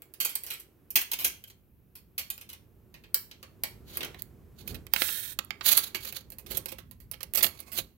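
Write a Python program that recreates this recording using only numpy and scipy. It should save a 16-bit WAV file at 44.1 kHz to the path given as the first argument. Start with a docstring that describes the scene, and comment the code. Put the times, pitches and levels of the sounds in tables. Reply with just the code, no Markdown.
"""A steel tape measure is handled on a wooden workbench in a small workshop.
Its hook ticks, and its curved blade buckles with a slap and rings in its bending modes. Friction makes
the blade scrape as it is dragged and as the spring rewinds it; the case knocks and rubs on the wood.
The bench resonates and the walls reflect. A hand on a nearby camera rumbles over the room's low drone."""
import sys
import numpy as np
from scipy import signal
from scipy.fft import rfft, irfft, next_fast_len
from scipy.io import wavfile
from scipy.ndimage import uniform_filter1d, map_coordinates

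SR = 44100
rng = np.random.default_rng(int(sys.argv[2]) if len(sys.argv) > 2 else 0)


def log_audio(samples):
    """Write samples as a 16-bit WAV file to the path given in sys.argv[1]."""
    # one column per channel
    frames = np.atleast_2d(samples).T
    # limit to full scale, then quantise
    limited = np.clip(frames, -1, 1)
    pcm = np.round(limited * 32767).astype(np.int16)
    wavfile.write(sys.argv[1], SR, pcm)


N = 351477
TIME = np.arange(N) / SR
HIT = int(.3 * SR)  # samples in one blow
HIT_TIME = np.arange(HIT) / SR


def amp(db):
    """Amplitude ratio of a level in decibels."""
    return 10 ** (np.asarray(db) / 20)


def unit(x):
    """Normalisation to rms 1."""
    return x / np.sqrt(np.mean(x ** 2) + 1e-20)


def along(points, hz):
    """Interpolation on a logarithmic frequency axis."""
    freqs, values = np.transpose(points)
    return np.interp(np.log(hz + 1), np.log(freqs + 1), values)


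def curves(rows):
    """Linear interpolation in time: one value per sample for each column after the first."""
    times, *columns = np.transpose(rows)
    return [np.interp(TIME, times, column) for column in columns]


def outside(start, end):
    """Seconds before start or after end, zero in between."""
    return np.maximum(start - TIME, 0) + np.maximum(TIME - end, 0)


def wobble(rate):
    """Smooth random modulation, rate knots a second."""
    return map_coordinates(rng.standard_normal(int(N * rate / SR) + 4), [TIME * rate])


def ripple(hz, width_hz):
    """Modal overlap: random peaks and notches, width_hz wide at 1 kHz and broader above."""
    position = 2 * np.sqrt(1000 * hz) / width_hz
    return map_coordinates(rng.standard_normal(1024), [position], mode="mirror")


def resonance(f, hz, width, db):
    """Frequency response of a damped oscillator."""
    return amp(db) * 1j * f * width / (hz * hz - f * f + 1j * f * width)


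def filtered(x, gain):
    """Linear filtering by a real or complex gain, a function of Hz."""
    size = next_fast_len(N + SR // 2)
    return irfft(rfft(x, size) * gain(np.fft.rfftfreq(size, 1 / SR)), size)[..., :N]


def minimum_phase(x, level_db):
    """Causal filtering: nothing sounds before the blow."""
    size = 2 ** 14
    cepstrum = irfft(np.log(amp(level_db(np.fft.rfftfreq(size, 1 / SR)))))
    cepstrum[1:size // 2] *= 2
    cepstrum[size // 2 + 1:] = 0
    return irfft(rfft(x, size) * np.exp(rfft(cepstrum)))[..., :x.shape[-1]]


def stereo_noise(coherence, samples=N):
    """Partial coherence: each channel mixes a common white noise with its own."""
    noise = rng.standard_normal((3, samples))
    return np.sqrt(coherence) * noise[0] + np.sqrt(1 - coherence) * noise[1:]


def wash(colour, coherence):
    """Spectrally shaped stereo noise of rms 1."""
    return unit(filtered(stereo_noise(coherence), lambda hz: amp(along(colour, hz))))


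def panned(pan_db):
    """Constant-power panning by a left-minus-right level."""
    half_db = np.atleast_1d(pan_db) / 2
    gains = amp([half_db, -half_db])
    return gains / np.sqrt(np.mean(gains ** 2, axis=0))


# where the tape lies: time_s, pan_db, left_lag_ms, room_send_db
PLACE = [(0, -5.5, 0.4, 6.5), (1.8, -1, 0.28, 1), (2.1, -3.5, -0.3, 5.5), (4.08, -3, -0.34, 4),
         (4.22, -15, 0.34, -5), (5.4, -17, .57, -9), (5.75, -10.5, 0.54, -2), (6.15, -10.5, 0.5, -6.5),
         (6.8, -21.5, 0.31, -2), (8, -12, 0.52, -15)]
PAN_DB, LEFT_LAG_MS, ROOM_SEND_DB = curves(PLACE)
def arrival_delay(x):
    """Path difference: sound reaches left and right at slightly different times."""
    left, right = x
    lag = np.round(LEFT_LAG_MS * SR / 1000).astype(int)
    return np.array([left[np.clip(np.arange(N) - lag, 0, N - 1)], right])


# the hand over the room's drone, and bumps as the grip shifts: time_s, rumble_db, rustle_db
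HANDLING = [(0, -66.5, -65), (1.2, -62, -67), (1.7, -61, -72.5), (2.5, -59.5, -67.5), (3.4, -59.5, -65),
            (3.8, -52, -60), (5.4, -58, -65.5), (5.8, -57, -57.5), (6.2, -55.5, -63), (7, -54, -70),
            (7.5, -56, -62.5), (7.97, -66, -75)]
BUMPS = [(1.26, -55.5, -56), (4.039, -56, -45.5), (4.731, -39.5, -48), (6.55, -48, -49), (7.46, -53, -53),
         (7.81, -48.5, -58.5)]
# spectra of rumble, rustle and hiss: frequency_hz, gain_db
RUMBLE = [(20, -35.5), (35, -12), (52, 1.5), (73, 1), (105, -0.5), (150, -4.5), (230, -7.5), (320, -19.5),
          (600, -53)]
RUSTLE = [(100, -17), (200, -10), (370, 2), (520, -8.5), (800, -16), (1500, -20.5), (4000, -33)]
AIR = [(300, -15.5), (700, -13.5), (1500, -23.5), (2500, -7), (5000, -22), (8000, -29.5), (12000, -2),
       (16000, -4)]
def background():
    """Structure-borne noise of the hand on the camera, with room drone and faint hiss; powers add."""
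    rumble, rustle = amp(curves(HANDLING))
    for peak_s, rumble_db, rustle_db in BUMPS:
        fade_db = 133.5 * np.abs(TIME - peak_s)
        rumble = np.hypot(rumble, amp(rumble_db - fade_db))
        rustle = np.hypot(rustle, amp(rustle_db - fade_db))
    low = rumble * wash(RUMBLE, coherence=.82) + rustle * wash(RUSTLE, coherence=.71)
    return low * panned(-3) + amp(-72) * wash(AIR, coherence=.13)


# modes of the free blade: pitch_hz, level_db
BLADE_MODES = [(2174, -7), (2818, -6), (3202, -3), (4376, 0), (6292, -10), (6626, -3), (8230, -16),
               (11720, 7), (13110, -1)]
MODE_HZ, MODE_DB = np.transpose(BLADE_MODES)
def blade_modes(pitch_hz, level_db):
    """Modal superposition: one sinusoid per mode, each at a random phase."""
    cycles = np.outer(pitch_hz, HIT_TIME) + rng.random((len(pitch_hz), 1))
    return amp(level_db) @ np.sin(2 * np.pi * cycles)


# how firmly the tape rests on the wood: time_s, coupling_db
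PRESS = [(0, -14), (1.8, -14), (3.4, -8), (3.7, 2.5), (4.3, 2.5), (5.2, -4.5), (5.7, -4.5), (6.4, 8.5),
         (8, -0.5)]
PRESS_DB = curves(PRESS)[0]
def impacts(rows, colour, attack_s, crack_db, chatter_db, ripple_db, ring_db, coherence, wood_db):
    """Impact excitation: a crack, then an exponentially decaying burst of contacts and a faint ring."""
    out, t = np.zeros((2, N + HIT)), HIT_TIME
    crack = amp(crack_db) * np.exp(-((t - .0006) / .00049) ** 2)
    rise = 1 - np.exp(-t / attack_s)
    for start_s, level_db, dullness_db, t60_s in rows:
        at = round(start_s * SR)
        body_db = dullness_db + wood_db + .35 * PRESS_DB[at]  # firm contact adds body
        tilt = [(900, body_db), (2400, dullness_db), (4200, dullness_db), (10000, 0)]
        low_cut = [(60, -20), (200, 0)]
        # the blade re-touches at uneven moments, about once a millisecond
        chatter = amp(chatter_db * unit(uniform_filter1d(rng.standard_normal(HIT), size=40)))
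        noise = stereo_noise(coherence, HIT)
        bright = np.diff(noise, prepend=0) / 2  # the first hard contact is mostly treble
        burst = bright * crack + noise * chatter * rise * amp(-60 * t / t60_s)
        burst = minimum_phase(burst, lambda hz: along(colour, hz) + along(tilt, hz) + along(low_cut, hz)
                              + ripple_db * ripple(hz, width_hz=170))
        # each bend shifts the modes and shares the blow among them anew
        bent_hz = MODE_HZ * (1 + .015 * rng.standard_normal(len(MODE_HZ)))
        share_db = MODE_DB + along(tilt, MODE_HZ) + 4 * rng.standard_normal((2, len(MODE_HZ)))
        ring = blade_modes(bent_hz, share_db) * rise * amp(-60 * t / (1.6 * t60_s))
        blow = unit(burst) + amp(ring_db) * unit(ring)
        blow *= np.sqrt(.01 * SR / HIT)  # level_db refers to the energy spread over 10 ms
        out[:, at:at + HIT] += amp(level_db) * panned(PAN_DB[at]) * blow
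    return out[:, :N]


# ticks of hook and case: start_s, level_db, dullness_db, t60_s
TICKS = [(.02, -45, 0, 0.017), (.1382, -43.5, -2, 0.038), (.4355, -35, -5, 0.11), (.4649, -35, 0.5, .18),
         (2.9413, -49, 10.5, 0.084), (3.038, -53.5, 16, 0.078), (3.1444, -17, -2, 0.016),
         (3.4287, -43.5, 9, 0.052), (3.6362, -21.5, 0.5, 0.024), (3.9715, -27.5, -1.5, 0.032),
         (4.2214, -29, -4.5, 0.0069), (4.8674, -43.5, 13, 0.019), (4.9363, -13, 3, 0.02),
         (5.4476, -44.5, -6, .026), (6.1246, -35, 2, 0.055), (6.3027, -42.5, -5.5, .056),
         (6.32, -41, -1, 0.079), (6.385, -39, -2.5, 0.11), (6.6579, -31, 2, 0.044),
         (6.9118, -43.5, -2.5, 0.081), (7.0021, -48, -2, 0.16), (7.1138, -32, -5.5, 0.066),
         (7.2306, -29.5, 1, 0.038), (7.3368, -28, -6, .036), (7.603, -37.5, -19, 0.049)]
# their spectrum: frequency_hz, gain_db
TICK_COLOUR = [(200, -15.5), (450, -7.5), (800, -9.5), (1300, -11), (1900, -6), (2800, -4.5), (3500, -11),
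               (4400, -6), (5500, -11.5), (7000, -12), (9500, -11.5), (11500, -1.5), (13500, -2.5),
               (15700, -6)]
def ticks():
    """Hard contact: hook and case touch so briefly that the pulse is broadband."""
    return impacts(TICKS, TICK_COLOUR, attack_s=.00052, crack_db=10, chatter_db=1,
                   ripple_db=2, ring_db=-31, coherence=.56, wood_db=-1.5)


# modes of the wooden top: pitch_hz, bandwidth_hz, gain_db
BENCH_MODES = [(210, 14, 2), (349, 27, 4), (527.7, 12, 4.5), (653, 29, -2.5), (1128, 9.9, -5)]
def bench(x):
    """Forced vibration: the firmer the tape rests on the top, the harder it drives its modes."""
    return filtered(x * amp(PRESS_DB), lambda f: sum(resonance(f, *mode) for mode in BENCH_MODES))


def blade_resonance(x):
    """Sympathetic vibration: until the rewind, every touch rings one mode of the long blade."""
    return filtered(x * (TIME < REWIND_START_S), lambda f: resonance(f, hz=3200, width=14, db=-1))


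# what wood and clutter reflect: frequency_hz, gain_db
WALLS = [(200, 2), (900, 6.5), (2800, 1.5), (6000, -1), (9000, -2.5), (12000, -8.5), (16000, -5)]
# reverberation time of the room: frequency_hz, t60_s
ROOM_DECAY = [(200, 0.12), (1000, 0.35), (3000, 0.29), (7000, 0.29), (15000, 0.27)]
def workshop(direct):
    """Reverberation: early reflections from the bench top, a short diffuse tail from the walls."""
    def reflected(x, response):
        response = response / np.linalg.norm(response, axis=1, keepdims=True)
        return signal.fftconvolve(x, response, axes=1)[:, :N]

    send = filtered(direct * amp(ROOM_SEND_DB), lambda hz: amp(along(WALLS, hz)))
    hz, frame_s, bands = signal.stft(rng.standard_normal((2, SR // 2)), SR, nperseg=256)
    bands *= amp(-60 * frame_s / along(ROOM_DECAY, hz)[:, None])
    tail = signal.istft(bands, SR, nperseg=256)[1]
    t = np.arange(tail.shape[1]) / SR
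    tail *= 1 - np.exp(-t / .0035)
    spikes = rng.standard_normal(tail.shape) ** 3  # cubing leaves a few strong reflections
    early = spikes * amp(-60 * t / .096) * (t > .0015)
    spread = .88 * send + .31 * send[::-1]  # the walls even out left and right
    return amp(-6.5) * reflected(send, early) + amp(-9.5) * reflected(spread, tail)


# slaps of the blade, with a few sharp ticks among them: start_s, level_db, dullness_db, t60_s
BUCKLES = [(.2015, -22.5, -2, .11), (.2485, -22.5, -3, 0.045), (.2905, -35, -2, 0.15),
           (.3535, -25, -7.5, 0.017), (.5015, -30.5, 1.5, 0.18), (.536, -39, -2.5, 0.032),
           (.5956, -42, -7, .09), (.9044, -33.5, -12, 0.033), (.9555, -14, -1.5, 0.1),
           (1.012, -28, -1.5, 0.044), (1.115, -26, -3.5, 0.042), (1.133, -26.5, 1.5, 0.031),
           (1.187, -27, 2.5, .3), (1.2437, -18, -3, .12), (1.4392, -44, 1.5, 0.015),
           (1.4746, -50.5, -1, 0.1), (1.4996, -50, 6, 0.054), (1.953, -43, -4, 0.11), (2.179, -27, 1, 0.1),
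           (2.3018, -28.5, -7, 0.028), (2.378, -46.5, 5, .02), (2.4105, -43.5, 1, 0.052),
           (2.4905, -41.5, -1, .1), (2.529, -42.5, 0.5, 0.047), (3.3125, -46.5, 11.5, 0.027),
           (4.006, -35, 15, 0.035), (4.0308, -34.5, 12, 0.018), (4.047, -36.5, 4.5, 0.023),
           (4.6759, -33, -3.5, 0.035), (4.7437, -38.5, 7.5, 0.067), (5.7185, -17, -12.5, 0.034),
           (5.77, -13.5, -29, 0.078), (5.9455, -27, 8.5, 0.092), (6.0478, -35.5, 3.5, 0.049),
           (6.4623, -43, 5.5, 0.071), (6.508, -31.5, 4.5, 0.092), (6.5705, -23.5, -6, 0.04),
           (6.6828, -37, 2, 0.12), (6.7182, -37, 2, 0.054), (6.7841, -41.5, 5.5, 0.055),
           (7.135, -42, 14, 0.069), (7.2055, -40.5, 7.5, 0.062), (7.3475, -19.5, -4.5, 0.13),
           (7.372, -18.5, -2, 0.094), (7.407, -31.5, 12, 0.047), (7.4255, -12.5, -4, 0.13),
           (7.441, -24, 14, 0.037), (7.466, -29.5, 7.5, 0.019), (7.7175, -31.5, -2, 0.28),
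           (7.7855, -25.5, 8, 0.044)]
# their spectrum: frequency_hz, gain_db
BUCKLE_COLOUR = [(200, -15.5), (450, -10.5), (800, -15), (1300, -11.5), (1900, -8), (2800, -2.5),
                 (3500, -6), (4400, -6), (5500, -8), (7000, -9), (9500, -8), (11500, -0.5), (13500, 2.5),
                 (15700, -6)]
def buckles():
    """Snap-through buckling: the thin curved blade gives way and slaps; a few sharp ticks are played the same
    way."""
    return impacts(BUCKLES, BUCKLE_COLOUR, attack_s=.0017, crack_db=-6.5, chatter_db=3.5,
                   ripple_db=2.5, ring_db=-16, coherence=.55, wood_db=1)


# ringing after hard buckles: start_s, level_db, t60_s
TWANGS = [(0.202, -40, 0.36), (0.956, -44, 0.2), (1.246, -47.5, 0.28), (5.9455, -38, 0.16)]
def twangs():
    """Damped free vibration: the straightened blade sings on in its own modes."""
    out = np.zeros(N)
    rise = 1 - np.exp(-HIT_TIME / .002)
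    for start_s, level_db, t60_s in TWANGS:
        ring = unit(blade_modes(MODE_HZ, MODE_DB + 2 * rng.standard_normal(len(MODE_HZ))))
        at = round(start_s * SR)
        out[at:at + HIT] += ring * rise * amp(level_db - 60 * HIT_TIME / t60_s)
    return out * panned(PAN_DB)


def sliding(chatter_db, hiss_db, colour_db, grain_db, judder_db, ripple_db):
    """Sliding friction: steel catches densely and unevenly on an edge, juddering as it flutters."""
    catches = stereo_noise(coherence=.3) * amp(grain_db * wobble(3000) + judder_db * wobble(140))
    steel = filtered(catches, lambda hz: amp(colour_db(hz) + ripple_db * ripple(hz, width_hz=62)))
    chatter = filtered(steel, lambda hz: 1 / (1 + (hz / 7000) ** 8))
    hiss = steel - chatter
    return (amp(chatter_db) * unit(chatter) + amp(hiss_db) * unit(hiss)) * panned(PAN_DB)


# short pulls on the blade: fastest_s, run_up_s, level_db
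DRAGS = [(3.959, 0.084, -51.5), (4.195, 0.0081, -52), (4.61, 0.029, -53), (4.71, 0.04, -49.5),
         (5.69, 0.038, -25), (5.722, 0.026, -26), (5.778, 0.042, -28), (5.841, 0.023, -38.5),
         (5.875, .02, -43.5), (6.09, 0.078, -43.5), (6.169, 0.012, -40), (6.209, .01, -57),
         (6.561, 0.06, -41), (7.594, 0.02, -51), (7.781, 0.014, -30)]
# their spectrum: frequency_hz, gain_db
DRAG_COLOUR = [(100, -34), (250, -14.5), (900, -13.5), (1400, -10), (2100, -9), (3200, -2.5), (4400, 1.5),
               (5500, -10.5), (6500, -3.5), (8000, -12), (9500, -10.5), (11700, 1.5), (13500, -3.5),
               (16000, -2)]
def drags():
    """Friction noise grows with speed: each stroke gets louder and brighter until it is let go."""
    grab_db_per_s, release_db_per_s, usual_db = 903, 549, -39.5
    chatter_db = np.full(N, -140.0)
    for fastest_s, run_up_s, level_db in DRAGS:
        swell_db = -8 * np.clip((fastest_s - TIME) / run_up_s, 0, 1)
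        grab_db = -grab_db_per_s * np.maximum(fastest_s - run_up_s - TIME, 0)
        release_db = -release_db_per_s * np.maximum(TIME - fastest_s, 0)
        chatter_db = np.maximum(chatter_db, level_db + swell_db + grab_db + release_db)
    hiss_db = usual_db + 6 + 1.14 * (chatter_db - usual_db)  # hiss grows faster than chatter
    return sliding(chatter_db, hiss_db, lambda hz: along(DRAG_COLOUR, hz),
                   grain_db=3, judder_db=3, ripple_db=1)


# knocks of the case: start_s, level_db, dullness_db, t60_s
KNOCKS = [(4.145, -46, 4, 0.015), (4.9622, -24.5, 3.5, 0.027), (5.0198, -21, 6, 0.012),
          (5.085, -31, -3.5, 0.062), (5.3893, -23, -2, 0.02), (5.506, -30, 9, 0.028),
          (5.6093, -34.5, 13.5, 0.038)]
# their spectrum: frequency_hz, gain_db
KNOCK_COLOUR = [(200, -6.5), (450, -11), (800, -3), (1300, -1), (1900, 0), (2800, 2), (3500, -3),
                (4400, -2.5), (5500, -11), (7000, -12.5), (9500, -21.5), (11500, -11), (13500, -17.5),
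                (15700, -11.5)]
def knocks():
    """Damped impact: the case strikes and rocks on the wood, and each blow dies quickly."""
    return impacts(KNOCKS, KNOCK_COLOUR, attack_s=.00019, crack_db=8.5, chatter_db=4,
                   ripple_db=2, ring_db=-36, coherence=1, wood_db=1)


REWIND_START_S, REWIND_FAST_S, REWIND_HOME_S = 4.945, 5.015, 5.33
# spectrum of the blade running home: frequency_hz, gain_db
REWIND_COLOUR = [(180, -65), (300, -37), (337, -21.5), (1170, -23), (1720, -9), (2100, -13.5),
                 (2880, -12.5), (4090, -5.5), (4590, -12), (6410, -10), (7570, -14), (8220, -8),
                 (9390, -14.5), (12300, -4), (16000, -10)]
def rewind():
    """Friction and cavity resonance: the spring draws the blade in; the spool rings the hollow case."""
    def colour_db(hz, cavity_hz=1600, width_hz=490):
        return along(REWIND_COLOUR, hz) + 5.9 / (1 + (2 * (hz - cavity_hz) / width_hz) ** 2)

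    spin_up_left = np.clip((REWIND_FAST_S - TIME) / (REWIND_FAST_S - REWIND_START_S), 0, 1)
    slowing_s = np.maximum(TIME - REWIND_FAST_S, 0)
    gate_db = -899.5 * outside(REWIND_START_S, REWIND_HOME_S)  # abrupt start and stop
    chatter_db = -36.5 - 8 * spin_up_left - 40 * slowing_s + gate_db
    hiss_db = -27 - 18 * spin_up_left - 43 * slowing_s + gate_db
    return sliding(chatter_db, hiss_db, colour_db, grain_db=2, judder_db=1, ripple_db=3)


# spectrum of the case rubbing on wood: frequency_hz, gain_db
PUSH_COLOUR = [(200, -9.5), (600, -7), (1500, -17), (3500, -20), (8000, -14), (12000, -13), (16000, -13)]
# modes of the hollow case: pitch_hz, bandwidth_hz, gain_db
CASE_MODES = [(1105, 50, 0.5), (2213, 160, -5), (2509, 120, -8), (4330, 200, -7)]
def push():
    """Frictional excitation: pushed over the wood, the case sounds its hollow modes."""
    def response(hz):
        return amp(along(PUSH_COLOUR, hz)) + sum(resonance(hz, *mode) for mode in CASE_MODES)

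    friction = stereo_noise(coherence=.53) * amp(3.8 * wobble(60))
    level_db = -55.5 - 299 * outside(start=7.47, end=7.76)
    return amp(level_db) * unit(filtered(friction, response)) * panned(PAN_DB)


def scene():
    """Superposition of the tape's direct sound, the resonances it drives, the room and the background."""
    direct = arrival_delay(buckles() + ticks() + knocks() + drags() + rewind() + push()) + twangs()
    return direct + bench(direct) + blade_resonance(direct) + workshop(direct) + background()


def record(dry):
    """Soft saturation rounds the tallest peaks; a steep low-pass limits the band."""
    rounded = dry / (1 + np.abs(dry / .82) ** 6) ** (1 / 6)
    top_hz = 16000
    band_edge = [(top_hz - 200, 0), (top_hz + 100, -13), (top_hz + 600, -22),
                 (top_hz + 1200, -65), (top_hz + 2000, -100)]
    return filtered(rounded, lambda hz: amp(along(band_edge, hz)))


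dry = scene()
out = record(dry)
log_audio(out)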